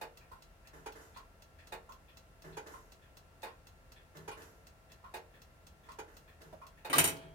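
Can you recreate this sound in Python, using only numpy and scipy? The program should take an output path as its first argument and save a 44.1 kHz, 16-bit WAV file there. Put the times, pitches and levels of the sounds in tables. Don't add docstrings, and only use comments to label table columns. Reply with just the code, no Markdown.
import sys
import numpy as np
from scipy import signal
from scipy.io import wavfile

SR = 44100
rng = np.random.default_rng(int(sys.argv[2]) if len(sys.argv) > 2 else 0)


def output_pcm(signal):
    pcm = np.clip(np.atleast_2d(signal).T, -1, 1) * 32767
    wavfile.write(sys.argv[1], SR, np.round(pcm).astype(np.int16))


N = 323694
EDGES = np.geomspace(22, 17500, 39)
CENTRES = np.sqrt(EDGES[1:] * EDGES[:-1])
AGE = np.arange(int(.6 * SR)) / SR

# start in seconds, level in dB.
KNOCK_HITS = [(6.5247, -51)]
# dB added to the rubs, dB added to the case's sway.
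STICKING = [(-1, -7.5), (1, 2), (-0.5, -0.5), (-8.5, -24)]


def from_db(db):
    return 10 ** (np.asarray(db) / 20)


def rms(x):
    return np.sqrt(np.mean(x ** 2) + 1e-24)


def attack_rms(x, size=1100):
    return rms(x[:, :size])


def per_band(points):
    hz, value = np.transpose(points)
    return np.interp(np.log(CENTRES), np.log(hz), value)


def shading(hz, treble_db, bass_db):
    return treble_db * np.clip(np.log2(hz / 2500), 0, 1) + bass_db * np.clip(np.log2(900 / hz), 0, 1)


def noise_bands(size):
    # frequency in Hz, level of the side signal against the middle in dB.
    width = [(40, -26), (150, -7), (300, -6.5), (600, -7), (1100, 2.5), (3000, 0.5), (14000, 0)]
    white = rng.standard_normal((2, 2, size + SR // 8))
    bands = []
    for k, side_gain in enumerate(from_db(per_band(width))):
        band_filter = signal.butter(2, EDGES[k:k + 2], "band", fs=SR, output="sos")
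        mid, side = signal.sosfilt(band_filter, white[k % 2])[:, -size:]
        bands.append([mid + side_gain * side, mid - side_gain * side])
    return np.array(bands)


def close_echoes(x, strength=0.42, count=2):
    for lag in (rng.uniform(.0006, .0022, count) * SR).astype(int):
        x = x + strength * np.pad(x[..., :-lag], [(0, 0), (0, 0), (lag, 0)])
    return x


def ringing(tones, since=AGE, spread=0.75):
    out = []
    for hz, db, t60 in tones:
        apart = min(hz / 1000, 1) * spread * rng.uniform(0.16, 1.59) * rng.choice([-1, 1])
        phase = 2 * np.pi * (hz * AGE + rng.random()) + apart * np.array([[1], [-1]])
        out.append(from_db(db - 60 * since / t60) * np.sin(phase))
    return np.array(out)


def add(out, s, sound):
    start = max(round(s * SR), 0)
    out[:, start:start + len(AGE)] += sound[:, :N - start]


def strike(hits, colour, tones, ring_db, chatter_s, rise_s, low_t60, high_t60, room_db, vary_db,
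           pan_db=0):
    # frequency in Hz, fade time in seconds.
    room_t60 = [(150, 1), (600, 1), (2500, 0.59), (6000, 0.42), (14000, 0.27)]
    body = close_echoes(noise_bands(len(AGE)))
    body *= (np.sqrt(np.diff(EDGES)) / [attack_rms(band, size=2200) for band in body])[:, None, None]
    since = np.hypot(AGE, chatter_s) - chatter_s
    near = from_db(-60 * since / per_band([(300, low_t60), (10000, high_t60)])[:, None])
    room = from_db(room_db - 60 * AGE / per_band(room_t60)[:, None])
    body *= np.hypot(near, room)[:, None]
    onset = 1 - np.exp(-AGE / rise_s)
    rings, tone_hz = ringing(tones, since), np.array(tones)[:, 0]
    rows = np.pad(np.array(hits), [(0, 0), (0, 5 - len(hits[0]))])
    out = np.zeros((2, N))
    for s, db, treble_db, side_db, bass_db in rows:
        band_db = per_band(colour) + shading(CENTRES, treble_db, bass_db)
        band_db += vary_db * rng.standard_normal(len(CENTRES))
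        tone_db = shading(tone_hz, treble_db, bass_db) + vary_db * rng.standard_normal(len(tones))
        noise = np.tensordot(from_db(band_db), body, axes=1)
        ring = np.tensordot(from_db(tone_db), rings, axes=1)
        hit = noise / attack_rms(noise) + from_db(ring_db) * ring / attack_rms(ring)
        add(out, s, onset * hit * from_db(db + (side_db + pan_db) * np.array([[.5], [-.5]])))
    return out


def repeat(cycle, period_s, uneven_db):
    turns = range(int(N / SR / period_s) + 1)
    beats = [(s + turn * period_s, db) for turn in turns for s, db in cycle]
    return [(s, db + uneven_db * rng.standard_normal()) for s, db in beats if s < N / SR]


def around(beats, pattern, strengths_db):
    return [(s + after_s, db + swing_db, *tone)
            for (s, _), swing_db in zip(beats, strengths_db) for after_s, db, *tone in pattern]


def room_tone(air_db=-62, waver=0.18):
    # frequency in Hz, level in dB.
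    colour = [(24, -29.5), (40, -0.5), (81, -1), (104, -9), (155, -9.5), (220, -16.5), (503, -18),
              (615, -15), (663, -17), (1240, -25), (1410, -25), (1630, -24), (2630, -31.5), (3650, -34.5),
              (16000, -42)]
    hum = [(37.7, -70), (73, -80), (150, -80), (517, -80.5), (657, -78), (1362, -78), (2724, -86),
           (10869, -93.5)]
    air = np.tensordot(from_db(per_band(colour)), noise_bands(N), axes=1)
    out = from_db(air_db) * air / rms(air.mean(axis=0))
    t = np.arange(N) / SR
    for hz, db in hum:
        wander = np.interp(t, np.linspace(0, N / SR, 60), rng.standard_normal(60))
        out += np.sqrt(2) * from_db(db) * np.sin(2 * np.pi * hz * t + waver * wander)
    return out


def quick_clock():
    cycle = [(0.1713, -58.5), (0.4211, -61), (0.6709, -60), (0.9207, -60)]
    colour = [(900, -3), (1600, -1), (2200, -10), (2700, -7), (3300, -3.5), (4200, -4), (5500, -3),
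              (8000, -8.5), (11000, -14.5), (13500, -8.5), (16000, -10)]
    tones = [(2670, -1.5, 0.097), (2880, -10.5, 0.19), (3311, -15, 0.21), (3600, -11.5, 0.064),
             (4010, -9.5, 0.17), (4330, -5, 0.089), (5470, -15, 0.12), (5380, -2.5, 0.063),
             (6340, -4.5, 0.11), (8360, -8.5, 0.066)]
    return strike(repeat(cycle, period_s=.9992, uneven_db=0), colour, tones, ring_db=-5.5,
                  chatter_s=0.0046, rise_s=0.00071, low_t60=0.21, high_t60=0.12,
                  room_db=-19, vary_db=1.5, pan_db=-1.5)


def hollow_clock():
    cycle = [(0.315, -52.5), (1.162, -51.5)]
    colour = [(450, -23.5), (620, -18), (800, -28), (1000, -0.5), (1150, -5), (1400, -20.5), (2000, -20.5),
              (3500, -26.5), (7000, -35.5), (15000, -39)]
    tones = [(950, -29, 0.29), (957, 2, 0.24), (1037, -1, 0.22), (1042.6, 11.5, 0.14), (1105, 5.5, 0.27)]
    return strike(repeat(cycle, period_s=1.5751, uneven_db=0.2), colour, tones, ring_db=-4,
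                  chatter_s=0.039, rise_s=0.00083, low_t60=0.23, high_t60=0.11,
                  room_db=-22, vary_db=4, pan_db=-2.5)


def faint_clock():
    cycle = [(0.206, -63.5), (0.6475, -62)]
    colour = [(900, -6), (1400, -3.5), (1900, 3), (2500, -5.5), (3300, -3), (4500, -19.5), (9000, -22.5)]
    tones = [(1854, -1.5, 0.35), (1900, -8, 0.32), (2193, -5, 0.16), (2670, -4.5, .2)]
    return strike(repeat(cycle, period_s=.938, uneven_db=1.5), colour, tones, ring_db=-8.5,
                  chatter_s=0.039, rise_s=0.0027, low_t60=0.36, high_t60=0.16, room_db=-23, vary_db=5)


def rubbing_works(tocks, slide_s=0.12, slide_db=-7):
    rubs = [(-0.128, -54, -3.5), (0.092, -52.5, -1.5), (0.146, -59.5, 4)]
    colour = [(220, -4), (320, 4.5), (430, -2.5), (540, -17), (720, -1), (1000, -3.5), (1400, -3.5),
              (1750, -5), (2200, -13), (4500, -22), (6200, -13.5), (10000, -24.5), (12500, -15),
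              (16000, -36)]
    tones = [(323, -6.5, 0.24), (366.7, -1, 0.3), (450.6, 1, 0.96), (454, -12.5, 0.66), (588, -5.5, 0.49),
             (640, -0.5, 0.46), (1010, -17, 0.15), (1400, -16, 0.33), (1734, -7, 0.26), (1750, -0.5, 0.47)]
    hits = around(tocks, rubs, [rub_db for rub_db, _ in STICKING])
    hits += [(s - slide_s, db + slide_db, 0) for s, db in KNOCK_HITS]
    return strike(hits, colour, tones, ring_db=-3.5, chatter_s=0.019, rise_s=0.0048,
                  low_t60=0.25, high_t60=0.66, room_db=-5.5, vary_db=1.1, pan_db=-2.5)


def case_thuds(tocks):
    sway = [(-0.124, -58), (-0.075, -63)]
    jolts = [(6.451, -64), (6.957, -47), (6.977, -44.5), (7.012, -44.5), (7.08, -52.5), (7.234, -59.5)]
    colour = [(25, -45), (60, -10), (110, -3.5), (155, -0.5), (210, -18), (290, -10.5), (420, -7),
              (700, -32.5), (2000, -63.5)]
    tones = [(157.7, -2, 0.46), (372.6, -5, 0.22)]
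    hits = around(tocks, sway, [sway_db for _, sway_db in STICKING]) + jolts
    return strike(hits, colour, tones, ring_db=6, chatter_s=0.028, rise_s=0.014,
                  low_t60=0.46, high_t60=.1, room_db=-20, vary_db=2, pan_db=-1.5)


def wooden_knock():
    colour = [(300, -13.5), (500, -12), (660, -2), (850, -12), (1300, -20), (2500, -28.5), (9000, -38)]
    tones = [(550, -8, 0.23), (630, -2.5, 0.16), (950, -11, 0.089)]
    return strike(KNOCK_HITS, colour, tones, ring_db=-2, chatter_s=0.0097, rise_s=0.0028,
                  low_t60=0.17, high_t60=.1, room_db=-19, vary_db=2.2, pan_db=-4)


def lever_release():
    # start in seconds, then level, extra treble, left minus right and extra bass, all in dB.
    clatter = [(6.8975, -39.5, -6, -3, 9), (6.9285, -35.5, -4, -3.5, -1), (6.9555, -34, -3.5, -5, 9.5),
               (6.9815, -22, 3.5, -2.5, -2), (7.0395, -28, 6, -1, -1.5), (7.0735, -34, 4.5, -3, -4)]
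    clink = [(6.9294, -34)]
    # frequency in Hz, level in dB.
    clatter_colour = [(100, -16), (150, -5), (220, -10), (280, 3.5), (430, -3), (520, -3.5), (1100, 0),
                      (1500, -2), (2700, 1.5), (4900, -12), (8000, -5), (9100, 0.5), (11000, -8.5),
                      (14200, -3.5), (16000, -25.5)]
    lever_colour = [(700, -24), (1000, -5), (1200, 1.5), (1500, -35), (2000, -27), (4000, -2),
                    (6000, -19.5)]
    # pitch in Hz, level in dB, fade time in seconds.
    clatter_tones = [(278.6, -5.5, 0.66), (331, -8, 0.3), (385, -13.5, 0.3), (446.4, -7, 0.56),
                     (842.4, -5.5, 0.5), (1620, -17, 0.41), (1935, 1.5, 0.18), (2030, -5.5, 0.2),
                     (2560, 0.5, 0.27), (2690, -4.5, 0.15), (2813, -6, 0.16), (4160, -10.5, 0.17),
                     (5711, -7, 0.17), (6450, -9.5, 0.16), (7170, -8, .18), (8780, 5, 0.12),
                     (9190, 4, 0.11), (9900, -14, 0.11)]
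    lever_tones = [(851, -12.5, 0.24), (1117, -4, .15), (1166, 2, 0.13), (1200, 0, 0.14), (1586, -11, 0.18),
                   (1964, -6, 0.14), (3130, -16, 0.16), (3700, -12, .13)]
    frame_tones = [(285, -60, 0.69), (424, -54, 0.9), (549, -52, 0.79), (656, -41.5, 1.03),
                   (3250, -59, 1.6)]
    out = strike(clatter, clatter_colour, clatter_tones, ring_db=-5.5, chatter_s=0.011, rise_s=0.00075,
                 low_t60=0.31, high_t60=0.13, room_db=-16.5, vary_db=1.2)
    out += strike(clink, lever_colour, lever_tones, ring_db=5.5, chatter_s=0.0069, rise_s=0.0013,
                  low_t60=0.29, high_t60=0.18, room_db=-13, vary_db=1.1, pan_db=0.5)
    hardest_hit_s = max(clatter, key=lambda row: row[1])[0]
    add(out, hardest_hit_s, ringing(frame_tones).sum(axis=0))
    return out


def wall_clock(period_s=1.7088):
    # start in seconds, level in dB.
    first_tick = [(0.012, -45)]
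    first_tock = [(0.8595, -45)]
    # frequency in Hz, level in dB.
    tick_colour = [(130, -22), (240, -10), (370, -8.5), (520, -1), (850, -3.5), (1250, -6.5), (1750, -7),
                   (2150, -20.5), (2450, 3.5), (3050, -24), (3700, -9), (5500, -22), (12000, -18),
                   (16000, -21)]
    tock_colour = [(130, -19), (240, -15.5), (420, -2), (620, -8), (900, -4.5), (1250, -8.5), (1650, -6),
                   (2200, -16.5), (2450, -8), (3000, -19), (5500, -20), (6500, -17), (7800, -24),
                   (12500, -23), (16000, -33)]
    # pitch in Hz, level in dB, fade time in seconds.
    tick_tones = [(372, -2.5, 0.25), (459, -5.5, 0.45), (503, -11.5, 0.68), (530.7, -6.5, 0.25),
                  (615, -7.5, 0.38), (658, -14, 0.28), (710, -13.5, 0.28), (718, -6, 0.23),
                  (861.6, 5, 0.17), (914, -6, 0.27), (1093, -33, 0.16), (1109, -13.5, 0.4),
                  (1280, -25, 0.34), (1360, -6.5, 0.17), (1650, -5, 0.15), (1750, -11, 0.12),
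                  (1810, -12, 0.27), (1880, -5.5, 0.22), (1890, -26, 0.16), (1930, -11.5, 0.13),
                  (2270, -42, 0.208), (2410, -8, 0.17), (2510, -3.5, 0.11), (3880, -11, 0.12),
                  (3957, -27, 0.27), (4807, -18.5, 0.1)]
    tock_tones = [(342, -5.5, 0.13), (392, -13, 0.25), (437.8, 6.5, 0.19), (474, -9, 0.55),
                  (549, -19, 0.24), (790, -46.5, 0.33), (826, 5.5, 0.23), (892, 0.5, 0.21), (939, 3, 0.12),
                  (980, -15, 0.25), (1410, -14, 0.34), (1490, -24, 0.34), (1755, -10, 0.1),
                  (1900, -36.5, 0.37), (2480, -2, 0.15), (2580, -41, 0.093), (3390, -10.5, 0.14),
                  (4810, -10, 0.092), (6541, -6.5, 0.14), (8250, -17, 0.13)]
    ticks = repeat(first_tick, period_s, uneven_db=0.22)
    tocks = repeat(first_tock, period_s, uneven_db=0.56)
    tick = strike(ticks, tick_colour, tick_tones, ring_db=0, chatter_s=0.02, rise_s=0.0018,
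                  low_t60=0.31, high_t60=0.1, room_db=-21.5, vary_db=1.5, pan_db=-2.5)
    tock = strike(tocks, tock_colour, tock_tones, ring_db=1.5, chatter_s=0.0058, rise_s=0.0042,
                  low_t60=0.25, high_t60=0.1, room_db=-18, vary_db=0.6, pan_db=-3)
    return tick + tock + rubbing_works(tocks) + case_thuds(tocks) + wooden_knock()


def scene():
    return wall_clock() + quick_clock() + hollow_clock() + faint_clock() + lever_release() + room_tone()


def record(dry, left_db=1.0, low_cut_hz=31.5, high_cut_hz=16000):
    heard = dry * from_db(left_db * np.array([[.5], [-.5]]))
    heard = signal.sosfilt(signal.butter(4, low_cut_hz, "high", fs=SR, output="sos"), heard)
    return signal.sosfilt(signal.ellip(12, .1, 80, high_cut_hz, fs=SR, output="sos"), heard)


dry = scene()
out = record(dry)
output_pcm(out)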